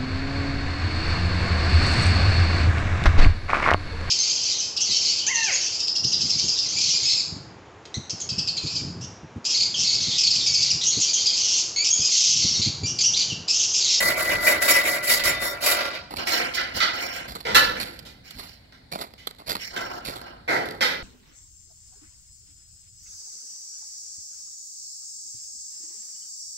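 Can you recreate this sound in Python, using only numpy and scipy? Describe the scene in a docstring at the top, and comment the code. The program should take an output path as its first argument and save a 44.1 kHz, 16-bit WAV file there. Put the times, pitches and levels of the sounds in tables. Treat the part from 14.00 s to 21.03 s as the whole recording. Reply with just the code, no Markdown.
"""Concrete edging between hard walls, with gravel underfoot. A steel hand scraper rasps along it, first
in firm ringing strokes, then in looser ones from the right. Sand breaks under the edge and rings the
blade; the edge snags on stones, squeals by stick-slip and knocks against the concrete, and the walls
answer. Close by, boots crunch over pebbles as the listener walks on, over a hush and low wind rumble."""
import sys
import numpy as np
from scipy import signal
from scipy.fft import rfft, irfft
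from scipy.io import wavfile
from scipy.ndimage import uniform_filter1d

SR = 44100
rng = np.random.default_rng(int(sys.argv[2]) if len(sys.argv) > 2 else 0)


def to_wav(s):
    """Save 16-bit WAV."""
    ch = np.atleast_2d(s).T  # columns
    pcm = np.round(np.clip(ch, -1, 1) * 32767)  # PCM
    wavfile.write(sys.argv[1], SR, pcm.astype(np.int16))


N = 309955
TIME = np.arange(N) / SR

# steel resonances (frequency [Hz], width [Hz], gain [dB])
BLADE_MODES = [(1993, 8.4, 15.5), (2196, 64, 0.5)]
TOOL_OVERTONES = [(595, 48, -22), (1387, 25, 8.5), (1493, 19, 3.5), (3340, 33, -22), (4204, 39, 9.5),
                  (4710, 47, 4), (5374, 160, 2.5), (7190, 98, 1.5), (10960, 240, 3.5), (14900, 80, -2.5)]
# stereo colour of work on the right (frequency [Hz], left minus right [dB])
BALANCE_ASIDE = [(300, -1.5), (1200, -0.5), (2000, -1.5), (4300, -8.5), (5800, -5), (7200, 4), (9000, -7.5),
                 (10500, 4), (12000, -16), (15000, -8)]
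# footfalls (time [s], thump [dB], scatter [dB])
FOOTFALLS = [(2.15, -44, -39), (2.73, -40, -52), (3.28, -40.5, -44), (3.792, -41, -37), (4.341, -42, -43),
             (4.91, -46, -53), (5.47, -41, -52), (6.06, -45, -44), (6.65, -52, -47)]


def strokes():
    """Scraper strokes: firm and chattering from all sides, then loose and sliding from the right."""
    # (start [s], rise [s], hold [s], grind [dB], ring [dB], rasp [dB], hiss [dB])
    passes = [(0.0, 0.0067, 0.086, -25, -22.5, -30, -27), (0.152, 0.047, 0.057, -28.5, -27.5, -36.5, -31.5),
              (0.239, 0.058, 0.039, -25.5, -23.5, -32.5, -32.5),
              (0.389, 0.08, 0.045, -22.5, -22.5, -30, -25), (0.603, 0.023, 0.032, -26.5, -23.5, -29, -25),
              (0.663, 0.032, 0.015, -24.5, -19, -23.5, -18), (0.74, .03, 0.011, -28.5, -27.5, -32, -29),
              (0.824, 0.05, 0.07, -27.5, -24, -33, -29), (1.021, 0.037, 0.023, -32.5, -29.5, -34, -27.5),
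              (1.069, 0.049, 0.016, -25.5, -20.5, -20.5, -18), (1.234, 0.023, 0.023, -25.5, -23, -26, -26),
              (1.392, 0.034, 0.057, -29, -31.5, -36.5, -31.5),
              (1.602, 0.09, 0.021, -23, -28.5, -22.5, -21.5), (1.756, 0.044, 0.064, -29.5, -36, -30.5, -44),
              (1.923, .02, 0.012, -46, -53, -35.5, -54), (2.17, 0.021, .01, -30.5, -41, -32.5, -43.5),
              (2.254, 0.089, 0.03, -27.5, -25, -30, -27.5), (2.392, 0.014, 0.021, -28.5, -33.5, -38, -52),
              (2.541, .006, 0.0085, -44, -46.5, -34, -30), (2.58, 0.015, 0.009, -33, -33.5, -34, -52),
              (2.735, 0.034, 0.018, -33, -31, -32.5, -33.5), (2.817, 0.015, 0.0052, -28, -32.5, -31, -45),
              (2.925, 0.042, .025, -35, -33.5, -35, -40), (2.99, 0.028, .03, -32, -32, -36, -35.5),
              (3.093, 0.064, 0.016, -35, -35.5, -38, -40), (3.751, 0.025, .02, -36.5, -34, -44, -50.5),
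              (4.233, 0.029, 0.055, -57.5, -52.5, -51.5, -52.5), (4.37, .04, 0.12, -63, -55, -53, -57.5),
              (5.578, 0.05, .03, -54, -37.5, -40, -41.5), (5.698, 0.093, 0.055, -34, -46, -45, -46),
              (5.887, 0.027, 0.065, -36, -50, -48, -50.5), (6.031, 0.029, 0.084, -43.5, -54, -60, -52),
              (6.19, 0.043, 0.05, -40.5, -54, -51.5, -64.5)]
    # grit spectra (frequency [Hz], level [dB])
    firm_grit = [(150, -23), (270, -11), (400, -9), (620, -2), (800, -9), (1100, -7), (1450, -11.5),
                 (1900, -5.5), (2700, -22), (5400, -26.5), (7300, -27), (9400, -31), (11700, -22),
                 (16000, -29.5)]
    loose_grit = [(88, -65), (150, -5.5), (321, 2.5), (439, -3), (730, 4), (1170, -4), (1480, 1.5),
                  (1720, -11.5), (2060, -10.5), (2760, -17), (5460, -27), (6770, -33.5), (9820, -44),
                  (14200, -37.5), (16000, -45)]
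    # loosely held blade (frequency [Hz], width [Hz], gain [dB])
    loose_modes = [(2055, 75, 7.8), (2130, 390, 8.1)]
    # (frequency [Hz], left minus right [dB])
    firm_balance = [(300, -2.5), (1500, 4.5), (2800, -5.5), (4700, -8.5), (5500, 2.5), (6500, -3.5),
                    (7300, 17.5), (8700, -7.5), (10500, 11.5), (12000, -6), (15000, -4.5)]
    loosen_s = 2.05
    around = walls(early_db=8.5, early_s=0.011, tail_db=0.5, coherence=0.12, lag_ms=0.31)
    aside = walls(early_db=7.5, early_s=0.0066, tail_db=0.0, coherence=0.36, lag_ms=0.53)
    pressed = grains(N, per_s=5000, spread_db=2.0, clump_db=2.0, clump_hz=130)
    pressed *= chatter(per_s=46, unevenness=0.3, depth_db=7.5)
    sliding = grains(N, per_s=6500, spread_db=4.0, clump_db=2.5, clump_hz=110)
    early = [row for row in passes if row[0] < loosen_s]
    late = [row for row in passes if row[0] >= loosen_s]
    firm = scrape(early, pressed, around, firm_grit, BLADE_MODES, firm_balance,
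                  overtones_db=1.5, trim_db=(-1.2, -0.72, -0.092, 0.3))
    loose = scrape(late, sliding, aside, loose_grit, loose_modes, BALANCE_ASIDE,
                   overtones_db=-2.5, trim_db=(-1.3, -0.4, -0.15, -1.2))
    return firm + loose + catches(around)


def scrape(passes, friction, space, grit, modes, balance, overtones_db, trim_db):
    """Sand grains break under the edge: they grind, rasp, hiss and keep the blade ringing."""
    grind, ring, rasp, hiss = stroke_gains(passes)
    heard = tilt_stereo(convolve(friction, space), balance)
    body = colour(heard + amp(overtones_db) * resonate(heard, TOOL_OVERTONES), grit)
    steady_ring = even_level(resonate(heard, modes), span_s=0.034)
    parts = [grind * unit(band(body, 170, 1800)),
             ring * flex(steady_ring, waver=0.0038, rate_hz=35, swell_db=1.2),
             rasp * unit(band(body, 2350, 5400)),
             hiss * unit(band(body, 5400, 17000))]
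    return sum(amp(db) * part for db, part in zip(trim_db, parts))


def stroke_gains(passes):
    """Each stroke leans in, holds and dies away, treble first: four gain curves."""
    # (grind [dB/s], ring [dB/s], rasp [dB/s], hiss [dB/s])
    fall_rates = (91, 105, 125, 277)
    power, t = np.zeros((4, N)), TIME[:SR]
    for start_s, rise_s, hold_s, *levels_db in passes:
        lean = np.minimum(t / rise_s, 1)
        released_s = np.maximum(t - rise_s - hold_s, 0)
        levels = [lean * amp(db - fall * released_s) for db, fall in zip(levels_db, fall_rates)]
        add(power, start_s, np.square(levels))
    return np.sqrt(power)


def chatter(per_s, unevenness, depth_db):
    """The edge grips and slips at an uneven rate; each slip starts sharply and fades."""
    slips = np.cumsum(per_s * np.exp(unevenness * drift(per_s, N))) / SR
    return unit(amp(-depth_db * (slips % 1)))


def flex(ring, waver, rate_hz, swell_db):
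    """The blade bends under the hand, so its ring wavers in pitch and swells."""
    index = np.arange(N)
    lag = waver * SR / rate_hz * drift(rate_hz, N)
    bent = np.array([np.interp(index + lag, index, side) for side in ring])
    return amp(swell_db * drift(rate_hz, N)) * bent


def catches(space, slip_s=0.0098, gain_db=-5.0, rasp_db=-29.0):
    """The edge snags on a stone and springs free in a judder that rings the blade."""
    # (time [s], level [dB])
    snags = [(0.0972, -14), (0.3127, -19.5), (0.462, 2), (0.6739, -4), (0.6948, -6.5), (0.7324, -2.5),
             (0.7786, -11)]
    out, t = np.zeros((2, N)), TIME[:SR // 2]
    release = t / slip_s * np.exp(-t / slip_s)
    for start_s, db in snags:
        judder = release * grains(len(t), per_s=3600, spread_db=4.0, clump_db=6.5, clump_hz=550)
        heard = convolve(judder, space)
        rasp = heard + resonate(heard, TOOL_OVERTONES)
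        sound = resonate(heard, BLADE_MODES) + amp(rasp_db) * rasp
        add(out, start_s, amp(db + gain_db) * sound / np.abs(sound).max())
    return out


def squeals(waver=0.005, waver_hz=250, flutter_db=3.0, onset_s=0.006, release_s=0.01):
    """Fast stick-slip locks onto one high blade mode, which sings with a rough, wavering tone."""
    # (time [s], length [s], mode [Hz], level [dB])
    locks = [(0.04, 0.05, 4230, -36), (0.705, 0.04, 5470, -28), (1.25, 0.06, 5470, -35),
             (1.25, 0.06, 7200, -33), (1.255, 0.05, 10720, -31), (1.255, 0.05, 14550, -39),
             (1.33, 0.2, 3635, -40), (1.42, 0.09, 5470, -40), (1.42, 0.09, 14550, -45),
             (2.33, 0.05, 5470, -35), (2.96, 0.21, 5470, -43), (2.95, 0.22, 14650, -56),
             (5.6, 0.075, 5470, -41), (5.82, 0.055, 5470, -48)]
    out, t = np.zeros((2, N)), TIME[:SR // 2]
    space = walls(early_db=7.5, early_s=0.0059, tail_db=-15.0, coherence=0.3, lag_ms=0.48)
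    for start_s, length_s, hz, db in locks:
        grip = (1 - np.exp(-t / onset_s)) * np.exp(-np.maximum(t - length_s, 0) / release_s)
        pitch_hz = hz * (1 + waver * drift(waver_hz, len(t)))
        tone = np.sin(2 * np.pi * np.cumsum(pitch_hz) / SR)
        flutter = amp(flutter_db * drift(140, len(t)))
        sound = convolve(grip * tone * flutter, space)
        add(out, start_s, amp(db) * unit_over(sound, length_s))
    return out


def knocks(crumble_share=0.47, strike_db=15.5, ring_db=2.5, glancing_db=-8.5, square_db=-6.0):
    """The tool strikes, concrete crumbles under it, the steel clanks and the walls answer."""
    # (time [s], contact [s], thud [dB], clank [dB], crack [dB], hiss [dB], reflections [dB])
    blows = [(0.62, 0.02, -39, -24.5, -35, -28.5, -13), (1.238, 0.0097, -43, -37, -25, -26, -10),
             (2.271, 0.021, -35.5, -27, -26.5, -33, -5), (2.538, 0.011, -56, -52, -31.5, -49, -1.5),
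             (2.568, 0.017, -42, -24.5, -29.5, -72, 1), (2.803, 0.02, -45, -20.5, -21, -43, 0),
             (3.451, 0.26, -33, -31, -35, -52, -2), (3.547, 0.018, -22.5, -12, -12, -21.5, 1),
             (4.051, 0.038, -54, -51, -45, -54, 0), (4.723, 0.031, -63, -53, -54, -68.5, -9),
             (5.18, 0.049, -75, -55, -49, -63, -3), (5.763, 0.014, -35, -28.5, -32, -43.5, -8.5),
             (6.478, 0.12, -26, -22, -33, -45.5, 1), (6.808, 0.071, -29, -20.5, -22, -36.5, -3)]
    # tool resonances in contact (frequency [Hz], width [Hz], gain [dB])
    contact_modes = [(512, 90, -13), (1460, 16, -18), (1980, 23, -26), (1970, 34, 6), (3050, 300, 0),
                     (3870, 22, -53), (4330, 14, -13.5), (7300, 120, -1)]
    # struck concrete (frequency [Hz], level [dB])
    concrete = [(59, -40), (100, -14.5), (442, -3), (481, -2.5), (872, -4.5), (1010, -6.5), (1150, -14.5),
                (1360, -3), (1760, -8), (2370, -16), (2750, -25.5), (4380, -19), (9610, -29.5),
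                (12400, -28), (16000, -42.5)]
    out, t = np.zeros((2, N)), TIME[:SR]
    hardest = np.argmax(np.array(blows)[:, 3])
    for k, (start_s, contact_s, *levels_db, walls_db) in enumerate(blows):
        space = walls(early_db=6.0 + walls_db, early_s=0.041, tail_db=11.5 + walls_db,
                      coherence=0.39, lag_ms=0.5)
        force = grains(len(t), per_s=2500, spread_db=4.5, clump_db=-1.5, clump_hz=310)
        force *= np.exp(-t / (crumble_share * contact_s))
        force[0] += amp(strike_db)
        impact = colour(force + amp(ring_db) * resonate(force, contact_modes), concrete)
        steel = amp(square_db) * tool_ring(t) if k == hardest else amp(glancing_db) * clang(t)
        sound = tilt_stereo(convolve(unit(impact) + steel, space), BALANCE_ASIDE)
        add(out, start_s, weigh_bands(sound, contact_s, levels_db))
    return out


def tool_ring(t):
    """A square blow sets the whole tool ringing."""
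    # (frequency [Hz], width [Hz], level [dB])
    modes = [(1065, 11.6, -4.5), (1320, 29, -25), (1726, 14, 0.5), (1960, 39, 0), (2730, 57, -5),
             (3760, 83, -14), (4060, 45, -8.5), (4425, 48, -8.5), (5440, 73, -8.5)]
    return unit(sum(amp(db) * np.sin(2 * np.pi * hz * t) * np.exp(-np.pi * width_hz * t)
                    for hz, width_hz, db in modes))


def clang(t, sharp_hz=244.0, relax_s=0.0059, decay_s=0.023):
    """A glancing blow bends the blade: it rings sharp, then sinks to its own pitch."""
    hz = BLADE_MODES[0][0] + sharp_hz * np.exp(-t / relax_s)
    return unit(np.sin(2 * np.pi * np.cumsum(hz) / SR) * np.exp(-t / decay_s))


def gravel(rise_share=0.089, settle_db=-19.0, settle_s=0.0616, crunch_db=1.5, scatter_db=-5.0):
    """Pebbles grind together under the sole and a few settle afterwards; each step scatters more."""
    # (time [s], length [s], thud [dB], crack [dB])
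    crunches = [(2.104, 0.036, -38.5, -44), (2.16, 0.014, -43, -33), (3.276, 0.043, -47, -42.5),
                (3.351, 0.012, -36.5, -36), (3.403, 0.004, -46, -42), (3.797, 0.026, -43, -30.5),
                (3.989, 0.0049, -53.5, -38.5), (4.306, 0.0042, -54, -37), (4.38, 0.05, -48, -41),
                (4.914, 0.029, -38.5, -35.5), (4.957, 0.0026, -26.5, -38), (4.986, 0.035, -44, -42),
                (5.009, 0.014, -41, -33), (5.036, 0.0068, -42, -42.5), (5.137, 0.0021, -45.5, -46.5),
                (5.27, 0.0034, -34, -27.5), (5.392, 0.02, -48.5, -53), (5.46, 0.053, -43.5, -39.5),
                (5.49, 0.02, -35.5, -27.5), (5.525, 0.0058, -37, -32), (5.552, 0.0038, -29.5, -30.5),
                (6.047, 0.036, -46, -35.5), (6.077, 0.023, -37, -39), (6.156, 0.015, -40, -40.5),
                (6.214, 0.003, -40.5, -40), (6.656, 0.0067, -47, -40.5), (6.687, 0.0014, -59, -37.5),
                (6.745, 0.0083, -42, -55)]
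    # (frequency [Hz], level [dB])
    pebble_spectrum = [(88, -27.5), (150, -2), (730, 3), (1190, -1.5), (2060, -0.5), (2920, -12), (3290, 0),
                       (4410, 3), (4860, 1), (5790, -13), (8070, -10), (9630, -18.5), (11700, -7.5),
                       (15100, -19.5), (16000, -47)]
    # (frequency [Hz], left minus right [dB])
    balance = [(300, -1.5), (2000, -4.5), (4400, -14.5), (6000, -1.5), (7500, 10), (9500, -11.5),
               (11500, -11), (14000, -12)]
    out, t = np.zeros((2, N)), TIME[:SR // 3]
    # each spot of ground has its own colour
    spots = [walls(early_db=-1.0, early_s=0.0012, tail_db=-19.5, coherence=0.083, lag_ms=0.38)
             for _ in range(4)]
    for k, (start_s, length_s, thud_db, crack_db) in enumerate(crunches):
        push = 1 - np.exp(-t / (rise_share * length_s))
        push *= np.exp(-np.maximum(t - length_s / 2, 0) / length_s)
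        crush = push * grains(len(t), per_s=8000, spread_db=2.5, clump_db=4.5, clump_hz=385)
        settle = grains(len(t), per_s=750, spread_db=7.0, clump_db=-7.5, clump_hz=95)
        settle *= amp(settle_db) * np.exp(-t / settle_s)
        stones = colour(crush + settle, pebble_spectrum)
        sound = tilt_stereo(convolve(stones, spots[k % len(spots)]), balance)
        clack_db, hiss_db = (thud_db + crack_db) / 2 - 3.5, crack_db - 6
        levels_db = thud_db, clack_db, crack_db, hiss_db
        add(out, start_s, amp(crunch_db) * weigh_bands(sound, length_s, levels_db))
    weight = treads([(s, db) for s, _, db in FOOTFALLS], fall_s=0.094)
    hits = weight * grains(N, per_s=790, spread_db=2.0, clump_db=4.0, clump_hz=23)
    click = colour(np.eye(1, SR // 10), pebble_spectrum)
    scatter = convolve(hits, click / np.linalg.norm(click))
    return out + amp(scatter_db) * tilt_stereo(convolve(scatter, spots[0]), balance)


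def treads(steps, fall_s, rise_s=0.025):
    """Gain curve: weight comes quickly onto each step (time [s], level [dB]) and eases off."""
    out, t = np.zeros((1, N)), TIME[:SR]
    weight = np.minimum(t / rise_s, 1) * np.exp(-np.maximum(t - rise_s, 0) / fall_s)
    for start_s, db in steps:
        add(out, start_s, amp(db) * weight[None])
    return out[0]


def walls(early_db, early_s, tail_db, coherence, lag_ms):
    """Stereo response: direct sound, a quick cluster of near reflections, a tail longest in the bass."""
    # (frequency [Hz], T60 [s])
    decay_times = [(150, 2.1), (500, 0.61), (2000, 0.49), (5000, 0.43), (9000, 0.22), (15000, 0.37)]
    out, t = np.zeros((2, SR)), TIME[:SR]
    edges_hz = np.geomspace(60, 19000, 11)
    white = rng.standard_normal((2, 3, SR))
    white *= unit(amp(2.53 * drift(500, SR)))   # reflections arrive in bunches
    early = unit(np.exp(-t / early_s))
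    for k, (low, high) in enumerate(zip(edges_hz, edges_hz[1:])):
        hz = np.sqrt(low * high)
        noise = band(white[k % 2], low, high, order=2)
        shared = max(coherence, 1 / (1 + (hz / 520) ** 4))   # long waves reach both sides alike
        tail = unit(amp(-60 * t / at_hz(decay_times, hz)) * (1 - np.exp(-t / 0.0036)))
        envelope = np.hypot(amp(early_db) * early, amp(tail_db) * tail) / np.sqrt(SR)
        out += envelope * (np.sqrt(shared) * noise[2] + np.sqrt(1 - shared) * noise[:2])
    out[:, 0] += 1
    return delay_left(out, lag_ms)


def rumble(side_db=-15.5, gain_db=0.5):
    """Wind on the microphone and footfall thumps: low noise, nearly alike on both sides."""
    # (time [s], level [dB])
    gusts = [(0.0, -40), (0.25, -46), (0.36, -38), (0.46, -45.5), (1.05, -51), (1.3, -41.5), (1.5, -52),
             (3.44, -53.5), (3.56, -37.5), (3.95, -54.5), (4.6, -56), (5.65, -58), (5.8, -52.5),
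             (7.03, -55)]
    # (frequency [Hz], level [dB])
    spectrum = [(12, -33.5), (20, -12.5), (54, 3.5), (189, -3.5), (300, -2.5), (390, -32), (660, -120)]
    mid, side = colour(rng.standard_normal((2, N)), spectrum, size=8192)
    noise = unit(band(mid + amp(side_db) * side * [[1], [-1]], 12, 260, order=3))
    wind = amp(np.interp(TIME, *np.transpose(gusts)))
    thumps = treads([(s, db) for s, db, _ in FOOTFALLS], fall_s=0.051)
    return amp(gain_db) * np.hypot(wind, thumps) * noise


def hush(level_db=-58.5):
    """Steady distant noise of the open air."""
    # (frequency [Hz], level [dB])
    spectrum = [(15, -34), (25, -5), (76, -13.5), (754, -9.5), (1190, -20.5), (2050, -12), (2760, -26),
                (4370, -10), (6050, -33.5), (7510, -29), (16000, -40.5)]
    return amp(level_db) * unit(colour(rng.standard_normal((2, N)), spectrum))


def amp(db):
    """Decibels to gain."""
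    return 10 ** (np.asarray(db) / 20)


def unit(x):
    """Scale to rms 1."""
    return x / np.sqrt(np.mean(x ** 2) + 1e-20)


def unit_over(x, length_s):
    """Scale to rms 1 over the opening span."""
    return x / np.sqrt(np.mean(x[:, :round(length_s * SR)] ** 2) + 1e-20)


def even_level(x, span_s):
    """Hold the level steady over the given span."""
    power = uniform_filter1d(np.mean(x ** 2, axis=0), round(span_s * SR))
    return x / np.sqrt(np.maximum(power, 0) + 1e-3 * power.mean())


def weigh_bands(sound, length_s, levels_db):
    """Set a contact's level in four bands, thud to hiss, over the time it lasts."""
    edges_hz = 90, 1200, 2500, 5500, 17000
    return sum(amp(db) * unit_over(band(sound, low, high, order=3), length_s)
               for low, high, db in zip(edges_hz, edges_hz[1:], levels_db))


def at_hz(points, hz):
    """Read a table on a log-frequency axis."""
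    table_hz, values = np.transpose(points)
    return np.interp(np.log(np.maximum(hz, 1)), np.log(table_hz), values)


def band(x, low_hz, high_hz, order=4):
    """Butterworth band-pass."""
    return signal.sosfilt(signal.butter(order, [low_hz, high_hz], "band", fs=SR, output="sos"), x)


def convolve(x, response):
    """Convolve each channel, keeping the length."""
    return signal.fftconvolve(np.atleast_2d(x), np.atleast_2d(response), axes=1)[:, :np.shape(x)[-1]]


def colour(x, spectrum, size=2048):
    """Minimum-phase filter with the given dB spectrum."""
    gain = amp(at_hz(spectrum, np.fft.rfftfreq(size, 1 / SR)))
    cepstrum = irfft(np.log(gain))
    cepstrum[1:size // 2] *= 2
    cepstrum[size // 2 + 1:] = 0
    return convolve(x, irfft(np.exp(rfft(cepstrum))))


def resonate(x, modes):
    """Parallel two-pole resonances."""
    out = 0
    for hz, width_hz, db in modes:
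        r = np.exp(-np.pi * width_hz / SR)
        zeros = [(1 - r * r) / 2, 0, (r * r - 1) / 2]
        poles = [1, -2 * r * np.cos(2 * np.pi * hz / SR), r * r]
        out = out + amp(db) * signal.lfilter(zeros, poles, x + 1e-18)
    return out


def drift(rate_hz, n):
    """Smooth random curve with spread about 1."""
    points = rng.standard_normal(int(n / SR * rate_hz) + 2)
    return np.interp(np.arange(n) / SR * rate_hz, np.arange(len(points)), points)


def grains(n, per_s, spread_db, clump_db, clump_hz):
    """Tiny random fractures of uneven size that come in clumps; rms 1."""
    sizes = amp(spread_db * np.minimum(rng.exponential(1, n), 4)) * rng.choice([-1, 1], n)
    breaks = rng.random(n) < per_s / SR
    return unit(sizes * breaks * amp(abs(clump_db) * drift(clump_hz, n)))


def delay_left(pair, lag_ms):
    """Sound from the right reaches the left side later."""
    index = np.arange(pair.shape[1])
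    left = np.interp(index - round(lag_ms * SR / 1000), index, pair[0], left=0)
    return np.array([left, pair[1]])


def tilt_stereo(pair, balance):
    """The two microphone ports colour sound differently; each gets half of the balance."""
    return np.vstack([colour(side, [(hz, sign * db / 2) for hz, db in balance], size=512)
                      for side, sign in zip(pair, (1, -1))])


def add(out, start_s, sound):
    """Mix a sound in at a time."""
    start = round(start_s * SR)
    out[:, start:start + sound.shape[1]] += sound[:, :N - start]


def scene():
    """Tool work, footsteps and open air."""
    return strokes() + squeals() + knocks() + gravel() + hush() + rumble()


def record(dry):
    """Round the highest peaks and cut the top."""
    lowpass = signal.ellip(10, 0.1, 80, 15900, fs=SR, output="sos")
    return signal.sosfilt(lowpass, 1.325 * np.tanh(dry / 1.282))


dry = scene()
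out = record(dry)
to_wav(out)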